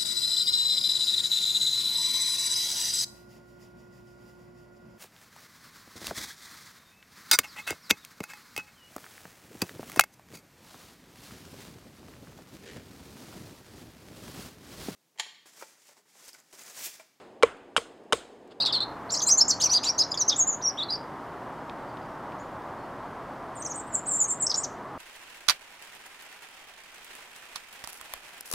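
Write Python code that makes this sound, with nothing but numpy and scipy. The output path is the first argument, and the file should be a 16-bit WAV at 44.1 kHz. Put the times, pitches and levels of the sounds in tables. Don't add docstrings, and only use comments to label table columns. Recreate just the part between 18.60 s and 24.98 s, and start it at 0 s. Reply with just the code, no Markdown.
import sys
import numpy as np
from scipy import signal
from scipy.fft import rfft, irfft
from scipy.io import wavfile
from scipy.ndimage import uniform_filter1d

SR = 44100
rng = np.random.default_rng(int(sys.argv[2]) if len(sys.argv) > 2 else 0)


def transcribe(signal):
    frames = np.atleast_2d(signal).T
    limited = np.clip(frames, -1, 1)
    pcm = np.round(limited * 32767).astype(np.int16)
    wavfile.write(sys.argv[1], SR, pcm)


N = 281358
TIME_S = np.arange(N) / SR


def gain_of(db):
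    return 10 ** (np.asarray(db) / 20)


def evened(x):
    return x / np.sqrt(np.mean(abs(x) ** 2) + 1e-20)


def read(points, hz):
    point_hz, value = np.transpose(points)
    return np.interp(np.log(hz + 1), np.log(point_hz + 1), value)


def follow(points):
    return np.interp(TIME_S, *np.transpose(points))


def add(mix, start_s, sound):
    part = mix[max(round(start_s * SR), 0):][:len(sound)]
    part += sound[:len(part)]


def band(x, low_hz, high_hz, order=2):
    edges_hz = [low_hz, min(high_hz, SR / 2 - 1)]
    return signal.sosfilt(signal.butter(order, edges_hz, "band", fs=SR, output="sos"), x)


def colour(x, spectrum):
    hz = np.fft.rfftfreq(N, 1 / SR)
    return irfft(rfft(x) * gain_of(read(spectrum, hz)), N)


def unsteady(t):
    steps = rng.standard_normal(256)
    return np.interp((t - t[0]) * 350, np.arange(len(steps)), steps)


def scatter(x, delay_s, t60_s):
    t = np.arange(SR // 2) / SR
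    taps = rng.standard_normal(len(t)) * (rng.random(len(t)) < .1)
    taps = taps * (t > delay_s) * gain_of(-60 * t / t60_s)
    return signal.fftconvolve(x, evened(taps) / np.sqrt(len(t)))[:N]


def air(spectrum):
    # (frequency [Hz], side against mid [dB])
    width = [(60, -15.5), (150, -20), (380, -20), (950, -29), (2380, -14.5), (5980, -8), (15000, -24)]
    hz = np.fft.rfftfreq(N, 1 / SR)
    mid, side = rfft(rng.standard_normal((2, N))) * gain_of(read(spectrum, hz))
    side = side * gain_of(read(width, hz))
    return evened(irfft(np.array([mid + side, mid - side]), N))


def background(rush_db=-39.5, hiss_db=-59):
    # (frequency [Hz], relative density [dB per Hz])
    rush_colour = [(12, -43.5), (20, -11.5), (82, -8.5), (125, -0.5), (194, -3.5), (291, 0), (454, -3.5),
                   (667, 0), (962, 0.5), (1140, -1.5), (2000, -15), (2600, -31.5), (4400, -120)]
    hiss_colour = [(1180, -28), (2000, -2), (2680, -5.5), (2930, -4.5), (3960, -11), (4550, -11.5),
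                   (6050, -16), (11700, -23), (15800, -28)]
    # (time [s], level [dB])
    swell = [(0, 0), (1, 0.5), (2.1, -0.5), (2.6, 0.5), (3.7, .5), (4.6, 0.5), (5.2, -0.2), (5.7, -1.2),
             (6.38, 0)]
    rush = gain_of(rush_db + follow(swell)) * air(rush_colour)
    return rush + gain_of(hiss_db) * air(hiss_colour)


def far_chirp(dry_gain=0.61, wet_gain=0.6):
    # (start [s], length [s], first, middle, last pitch [Hz], effort [dB], loudest point [share of length])
    glides = [(3.284, 0.021, 4870, 4690, 4560, -58, .5), (3.408, .03, 5120, 4800, 4600, -61, .5),
              (3.447, 0.1, 5450, 5600, 5460, -70, .5), (3.784, .038, 5650, 6980, 6500, -55.5, 0.47),
              (4.17, .09, 4300, 4380, 4350, -62.5, 0.45)]
    chirp = np.zeros(N)
    for glide in glides:
        start_s, tone = whistle(*glide)
        add(chirp, start_s, tone.real)
    return dry_gain * chirp + wet_gain * scatter(chirp, delay_s=.004, t60_s=0.2)


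def ticks():
    # (time [s], snap peak before the split [dB], pitch [Hz], scattered share [0-1])
    snaps = [(3.097, -27, 3120, 0.3), (3.371, -36, 3440, 0.75), (3.721, -33.5, 2500, 0.45),
             (5.477, -35.5, 4915, 0.53)]
    out = np.zeros(N)
    for start_s, peak_db, hz, wet in snaps:
        snap = band(signal.unit_impulse(SR // 4), hz * 0.72, hz * 1.22)
        snap = gain_of(peak_db) * snap / abs(snap).max()
        add(out, start_s, (1 - wet) * snap)
        add(out, start_s, wet * scatter(snap, delay_s=.0005, t60_s=0.028))
    return out


def whistle(start_s, length_s, first_hz, middle_hz, last_hz, effort_db, loudest,
            swing_hz=0, period_s=1, crest_s=0):
    # (pitch [Hz], gain [dB])
    throat = [(2300, -19), (3200, -11.5), (4200, -5), (5300, 0.5), (7300, -0.5), (8300, -7), (9500, -12)]
    onset_db, ending_db, valve_s = -11.5, -8, .0024
    waver, shimmer_db = .008, 1
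    t = np.arange(-valve_s / 2, length_s + valve_s / 2, 1 / SR)
    u = np.clip(t / length_s, 0, 1)
    loudest = np.clip(loudest, .02, .98)

    bow_hz = middle_hz - (first_hz + last_hz) / 2
    hz = first_hz + (last_hz - first_hz) * u + bow_hz * (1 - (2 * u - 1) ** 2)
    hz = hz + swing_hz * np.cos(2 * np.pi * (t - crest_s) / period_s)
    hz = hz * (1 + waver * unsteady(t))

    rise_db = onset_db * (1 - u / loudest) ** 2
    fall_db = ending_db * ((u - loudest) / (1 - loudest)) ** 2
    swell_db = np.where(u < loudest, rise_db, fall_db)
    opening = np.clip(np.minimum(t - t[0], t[-1] - t) / valve_s, 0, 1)
    valve = np.sin(np.pi / 2 * opening) ** 2
    level = valve * gain_of(effort_db + swell_db + read(throat, hz) + shimmer_db * unsteady(t))
    return start_s + t[0], np.sqrt(2) * level * np.exp(2j * np.pi * np.cumsum(hz) / SR)


def robin(flutter_hz=1300, third_db=-9):
    # (start [s], length [s], first, middle, last pitch [Hz], effort [dB], loudest point [share of length])
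    slurs = [(0.0, 0.019, 3730, 3840, 3880, -20, 0.06), (0.002, 0.023, 5030, 4190, 4310, -19, 0.66),
             (0.017, 0.012, 3720, 2730, 2780, -26.5, 0.7), (0.021, 0.025, 4920, 4210, 3730, -20.5, 0.08),
             (0.052, 0.0036, 5430, 3720, 3420, -18, 0.16), (0.057, 0.0073, 3930, 4300, 3280, -14, 0.82),
             (0.06, 0.015, 6220, 4890, 4430, -27, 0.7), (0.125, 0.017, 5150, 4400, 4630, -23, 0.068),
             (0.128, 0.013, 4620, 3620, 4000, -19.5, 0.31), (0.138, 0.027, 4290, 4310, 3830, -20, 0.56),
             (0.142, 0.023, 3770, 3340, 2950, -21.5, 0.08), (0.16, 0.031, 3940, 4190, 3150, -22.5, 0.087),
             (0.204, 0.0088, 4120, 4150, 3940, -16, 0.08), (0.205, 0.033, 3510, 3670, 3980, -23, 0.08),
             (0.218, 0.023, 4510, 4270, 4100, -24.5, 0.63), (0.493, 0.014, 3960, 4520, 3550, -32.5, 1),
             (0.497, 0.015, 4230, 4780, 7600, -32.5, 0.98), (0.516, 0.031, 4480, 5750, 4900, -30.5, 1),
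             (0.518, 0.021, 7560, 7130, 7970, -27, 0.15), (0.54, 0.021, 5770, 4170, 4750, -26.5, 0.099),
             (0.541, 0.024, 8370, 6280, 8460, -30, 0.08), (0.563, 0.015, 5400, 4750, 6100, -25, 1),
             (0.585, 0.015, 6700, 6380, 4860, -29, 0.85), (0.6, 0.012, 7020, 3720, 3630, -28, 0.38),
             (0.617, 0.027, 7300, 6110, 7400, -22.5, 0.56), (0.618, 0.009, 5150, 4260, 2900, -29, 0.25),
             (0.658, 0.029, 4160, 4090, 4240, -28, 0.92), (0.66, 0.046, 8140, 8190, 8120, -28, 0.92),
             (0.666, 0.03, 6440, 7500, 7520, -20, 0.36), (0.714, 0.029, 6850, 6200, 6260, -15.5, 0.93),
             (0.773, 0.025, 6330, 7180, 5900, -17, 0.55), (0.779, 0.028, 4480, 4230, 4450, -28, 0.83),
             (0.805, 0.021, 4160, 5416, 4930, -13.5, 0.39), (0.88, 0.019, 6160, 7510, 6940, -21, 0.22),
             (0.893, 0.021, 4700, 6050, 3930, -20.5, 0.93), (0.898, 0.018, 7730, 6360, 4000, -19.5, 0.77),
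             (0.918, 0.03, 4490, 4330, 4640, -27, 0.41), (0.999, 0.025, 6360, 6680, 7800, -29, 0.39),
             (0.999, 0.021, 3800, 2920, 3800, -29.5, 0.19), (1.002, 0.024, 3243, 4500, 6300, -25, 0.86),
             (1.022, 0.021, 6040, 4460, 5370, -23, 0.08), (1.037, 0.046, 3560, 2680, 2210, -30, 0.74),
             (1.07, 0.012, 5600, 4600, 4300, -34, 0.92), (1.092, 0.018, 4120, 4770, 6000, -24.5, 0.58),
             (1.1, 0.029, 1920, 2700, 3420, -35, 0.33), (1.112, 0.027, 5960, 5910, 6740, -19.5, 0.33),
             (1.13, 0.022, 3720, 4840, 4470, -18, 1), (1.149, 0.036, 4310, 4820, 3370, -18, 0.21),
             (1.229, 0.011, 4280, 5140, 4300, -29, 0.92), (1.231, 0.022, 5960, 6960, 6900, -32, 1),
             (1.232, 0.013, 2930, 2510, 4030, -24, 1), (1.243, 0.013, 4700, 7660, 5300, -29.5, 0.13),
             (1.25, 0.056, 3220, 2590, 2260, -32, 0.92), (1.255, 0.029, 5330, 5810, 6020, -36, 0.09),
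             (1.26, 0.03, 7500, 7160, 6800, -41, 0.79), (1.38, 0.019, 5750, 6630, 5980, -23.5, 0.23),
             (1.435, 0.0079, 5370, 5650, 5800, -31, 0.22), (1.508, 0.015, 6800, 7200, 6300, -41, 0.54),
             (1.516, 0.0068, 4480, 5070, 4700, -21, 0.61), (1.541, 0.0053, 3750, 3510, 3330, -20.5, 0.59),
             (1.542, 0.0087, 6620, 6900, 5240, -34, 0.22), (1.572, 0.008, 7400, 6700, 6020, -42, 0.5),
             (1.574, 0.0073, 5420, 4790, 4140, -22.5, 0.39), (1.591, 0.034, 7400, 6290, 5630, -21, 1),
             (1.612, 0.005, 4100, 4040, 4500, -25.5, 0.08), (1.679, 0.013, 5830, 6440, 5720, -18, 0.72),
             (1.692, 0.011, 6240, 5000, 3430, -16.5, 0.14), (1.706, 0.027, 3274, 3810, 3244, -19.5, 0.95),
             (1.728, 0.006, 3770, 3450, 2930, -21, 0.15), (1.759, 0.01, 6100, 6940, 7140, -27.5, 0.8),
             (1.778, 0.031, 7920, 7300, 6520, -19, 0.94), (1.809, 0.024, 6550, 6580, 6800, -17.5, 0.1),
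             (1.869, 0.039, 6810, 7100, 6520, -22, 0.5), (1.917, 0.016, 6350, 6810, 6220, -30, 1),
             (1.934, 0.016, 6610, 6890, 6300, -28, 0.074), (2.011, 0.0082, 3810, 3800, 5400, -42, 0.08),
             (2.021, 0.011, 5100, 6020, 4830, -34, 0.6), (2.087, 0.0132, 5734, 5690, 4800, -28.5, 0.42),
             (2.285, 0.023, 4320, 4030, 5360, -27, 0.45), (2.304, 0.011, 4990, 4750, 4820, -25, 0.31),
             (2.316, 0.025, 4770, 4980, 4430, -24.5, 0.78), (2.341, 0.018, 4375, 4830, 5540, -30, 0.24),
             (4.95, 0.025, 8190, 8560, 7360, -41.5, 0.38), (4.965, 0.027, 7300, 7200, 6700, -45, 0.08),
             (4.989, 0.03, 9540, 8200, 8500, -36, 0.75), (5.019, 0.0096, 6760, 5940, 7330, -35.5, 1),
             (5.046, 0.011, 8270, 6900, 6300, -31, 0.9), (5.056, 0.011, 6600, 6250, 5200, -31.5, 0.78),
             (5.063, 0.02, 8500, 8500, 7500, -36.5, 0.83), (5.12, 0.006, 6230, 5800, 5000, -41, 0.15),
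             (5.138, 0.031, 8800, 6820, 9260, -38, 0.45), (5.155, 0.051, 8210, 8260, 7000, -31.5, 0.094),
             (5.267, 0.019, 7450, 8300, 8650, -46, 0.73), (5.286, 0.034, 7760, 7600, 7440, -55, 0.3),
             (5.319, 0.022, 7700, 7140, 6900, -41.5, 0.92), (5.338, 0.019, 8250, 7900, 7030, -19.5, 0.95),
             (5.359, 0.04, 7490, 7390, 7040, -33.5, 0.08), (5.458, 0.0095, 6710, 6900, 7990, -38, 0.8),
             (5.466, 0.031, 7620, 8280, 7100, -22, 0.72), (5.588, 0.02, 7500, 7660, 6640, -20.5, 0.88),
             (5.61, 0.026, 6850, 7110, 6810, -19, 0.08), (5.628, 0.016, 6700, 8680, 6730, -27.5, 0.74),
             (5.643, 0.011, 6670, 6440, 6750, -24, 0.12), (5.677, 0.014, 7700, 8260, 7300, -26.5, 0.66),
             (5.799, 0.017, 7530, 7780, 7390, -26, 0.87), (5.814, 0.011, 7500, 8810, 6840, -19.5, 0.98),
             (5.825, 0.041, 6950, 7860, 7960, -24, 0.052), (5.865, 0.0078, 6670, 5170, 7420, -22, 0.57),
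             (5.895, 0.013, 6430, 5010, 5620, -22.5, 1), (5.909, 0.0055, 5230, 6400, 5000, -31, 0.78),
             (5.914, 0.007, 5470, 4230, 3100, -24, 0.25), (5.942, 0.0061, 5340, 5300, 3200, -20.5, 0.19),
             (5.945, 0.008, 4660, 6800, 9000, -34, 0.079), (5.958, 0.0064, 6060, 6960, 7290, -28, 0.16),
             (5.971, 0.021, 7760, 7000, 7130, -23.5, 0.83), (6.031, 0.021, 5200, 6180, 3120, -34.5, 0.33),
             (6.034, 0.016, 7670, 6530, 5500, -29.5, 0.47)]
    # (swing [Hz], swing period [s], first crest after the start [s])
    trills = [(0.063, 0.049, 3550, 3630, 3210, -20, 0.087, 230, 0.018, 0.0042),
              (0.683, 0.049, 4510, 5715, 6440, -17.5, 0.9, 370, 0.017, 0.005),
              (1.037, 0.032, 5900, 6040, 5500, -18.5, 0.08, 140, 0.008, 0.0057),
              (1.24, 0.069, 3730, 4490, 6150, -22.5, 0.79, 190, 0.0224, 0.01),
              (1.385, 0.045, 4130, 5170, 3740, -18.5, 0.5, 240, 0.018, 0.011),
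              (2.035, 0.067, 5320, 5780, 5040, -24, 0.35, 300, 0.049, 0.0061),
              (2.174, 0.063, 3200, 3607, 4330, -20, 0.53, 430, 0.055, 0.017),
              (5.093, 0.03, 7050, 6550, 6070, -34, 0.92, 360, 0.019, 0.021),
              (5.5, 0.11, 7650, 7330, 7640, -27.5, 0.14, 260, 0.025, 0.0048),
              (5.506, 0.08, 8070, 8000, 8040, -29.5, 0.08, 760, 0.019, 0.0024),
              (5.69, 0.056, 8090, 8300, 7200, -29.5, 0.08, 740, 0.018, 0.012),
              (5.69, 0.045, 8120, 7210, 7780, -24.5, 0.59, 40, 0.013, 0.012),
              (5.964, 0.062, 8450, 8040, 8030, -32, 0.63, 380, 0.0215, 0.007)]
    # (pitch [Hz], flutter against the tone [dB])
    hoarseness = [(2500, -12), (4000, -24), (5800, -26), (7600, -43)]
    # (time [s], overtones added [dB])
    pressure = [(0, -4), (.07, 2), (.22, -4), (.55, 2), (.69, 6.5), (.735, -8), (.79, 1), (.93, 0.5),
                (1.01, 6.5), (1.06, 5.5), (1.15, 4), (1.245, 3.5), (1.3, 1.5), (1.72, 0), (1.8, -3.5),
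                (2.35, -2.5), (5.5, 1.5), (6.05, -2)]
    # (frequency [Hz], relative density [dB per Hz])
    fizz_colour = [(1500, -26), (3000, -7.5), (5000, -3.5), (8000, 6.5), (11000, -15), (15500, -7.5)]
    # (frequency [Hz], gain [dB])
    beak = [(1800, -21.5), (2800, -1), (5000, 2), (7500, 5), (9500, 3.5), (11500, -2), (13500, -3),
            (15500, -3.5)]
    overtone_db, side_tones_db, fizz_db = -37, 0.5, 4.5
    duet_rasp_db, duet_overtone_db, duet_fizz_db = 7, 3, 3
    rasp_per_pressure_db = 1.3

    voice = np.zeros(N, complex)
    for glide in list(slurs) + list(trills):
        add(voice, *whistle(*glide))
    loudness = np.sqrt(abs(uniform_filter1d(abs(voice) ** 2, size=130)) + 1e-10)
    shape = voice / loudness
    turn = uniform_filter1d(shape * np.roll(shape, 1).conj(), size=200)
    hz = abs(np.angle(turn)) * SR / (2 * np.pi)

    beat = abs(shape) ** 2 - uniform_filter1d(abs(shape) ** 2, size=50)
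    duet = np.clip(np.sqrt(2 * abs(uniform_filter1d(beat ** 2, size=400))), 0, 1)
    pressure_db = follow(pressure)

    rasp_db = read(hoarseness, hz) + duet_rasp_db * duet + rasp_per_pressure_db * pressure_db
    noise = rng.standard_normal(N) + 1j * rng.standard_normal(N)
    flutter = evened(band(noise, 150, flutter_hz, order=3))
    shake = flutter + gain_of(side_tones_db) * beat
    voice = voice * (1 + gain_of(np.minimum(rasp_db, -3)) * shake)

    overtones = (voice * (shape + gain_of(third_db) * shape ** 2)).real
    edge_db = overtone_db + duet_overtone_db * duet + pressure_db

    turbulence = evened(colour(rng.standard_normal(N), fizz_colour))
    fizz = gain_of(fizz_db + duet_fizz_db * duet + .5 * rasp_db) * loudness * turbulence
    return voice.real, colour(gain_of(edge_db) * (overtones + fizz), beak)


def hedge(x, perch_db=-15, twigs_db=-14, trees_db=-23, side_db=-25):
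    # (delay [s], level [dB])
    echoes = [(.0021, -21.5), (.0028, -23), (.0036, -23), (.00852, -7), (.0089, -30), (0.01, -19.5),
              (0.013, -15.5), (0.015, -17.5)]
    mid = x + sum(gain_of(db) * np.interp(TIME_S - delay_s, TIME_S, x, left=0) for delay_s, db in echoes)
    mid = mid + gain_of(perch_db) * scatter(x, delay_s=.0015, t60_s=0.021)
    mid = mid + gain_of(twigs_db) * scatter(x, delay_s=0.0089, t60_s=0.28)
    mid = mid + gain_of(trees_db) * scatter(x, delay_s=0.016, t60_s=0.26)
    side = gain_of(side_db) * scatter(x, delay_s=.001, t60_s=0.1873)
    return np.array([mid + side, mid - side])


def scene():
    whistles, edge = robin()
    edge = gain_of(1.0) * (edge + scatter(edge, delay_s=.001, t60_s=0.037))
    return background() + far_chirp() + ticks() + hedge(whistles) + edge


def record(dry):
    lowpass = signal.firwin(511, 15900, window=("kaiser", 9), fs=SR)
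    return signal.oaconvolve(dry, lowpass[None], "same", axes=1)


dry = scene()
out = record(dry)
transcribe(out)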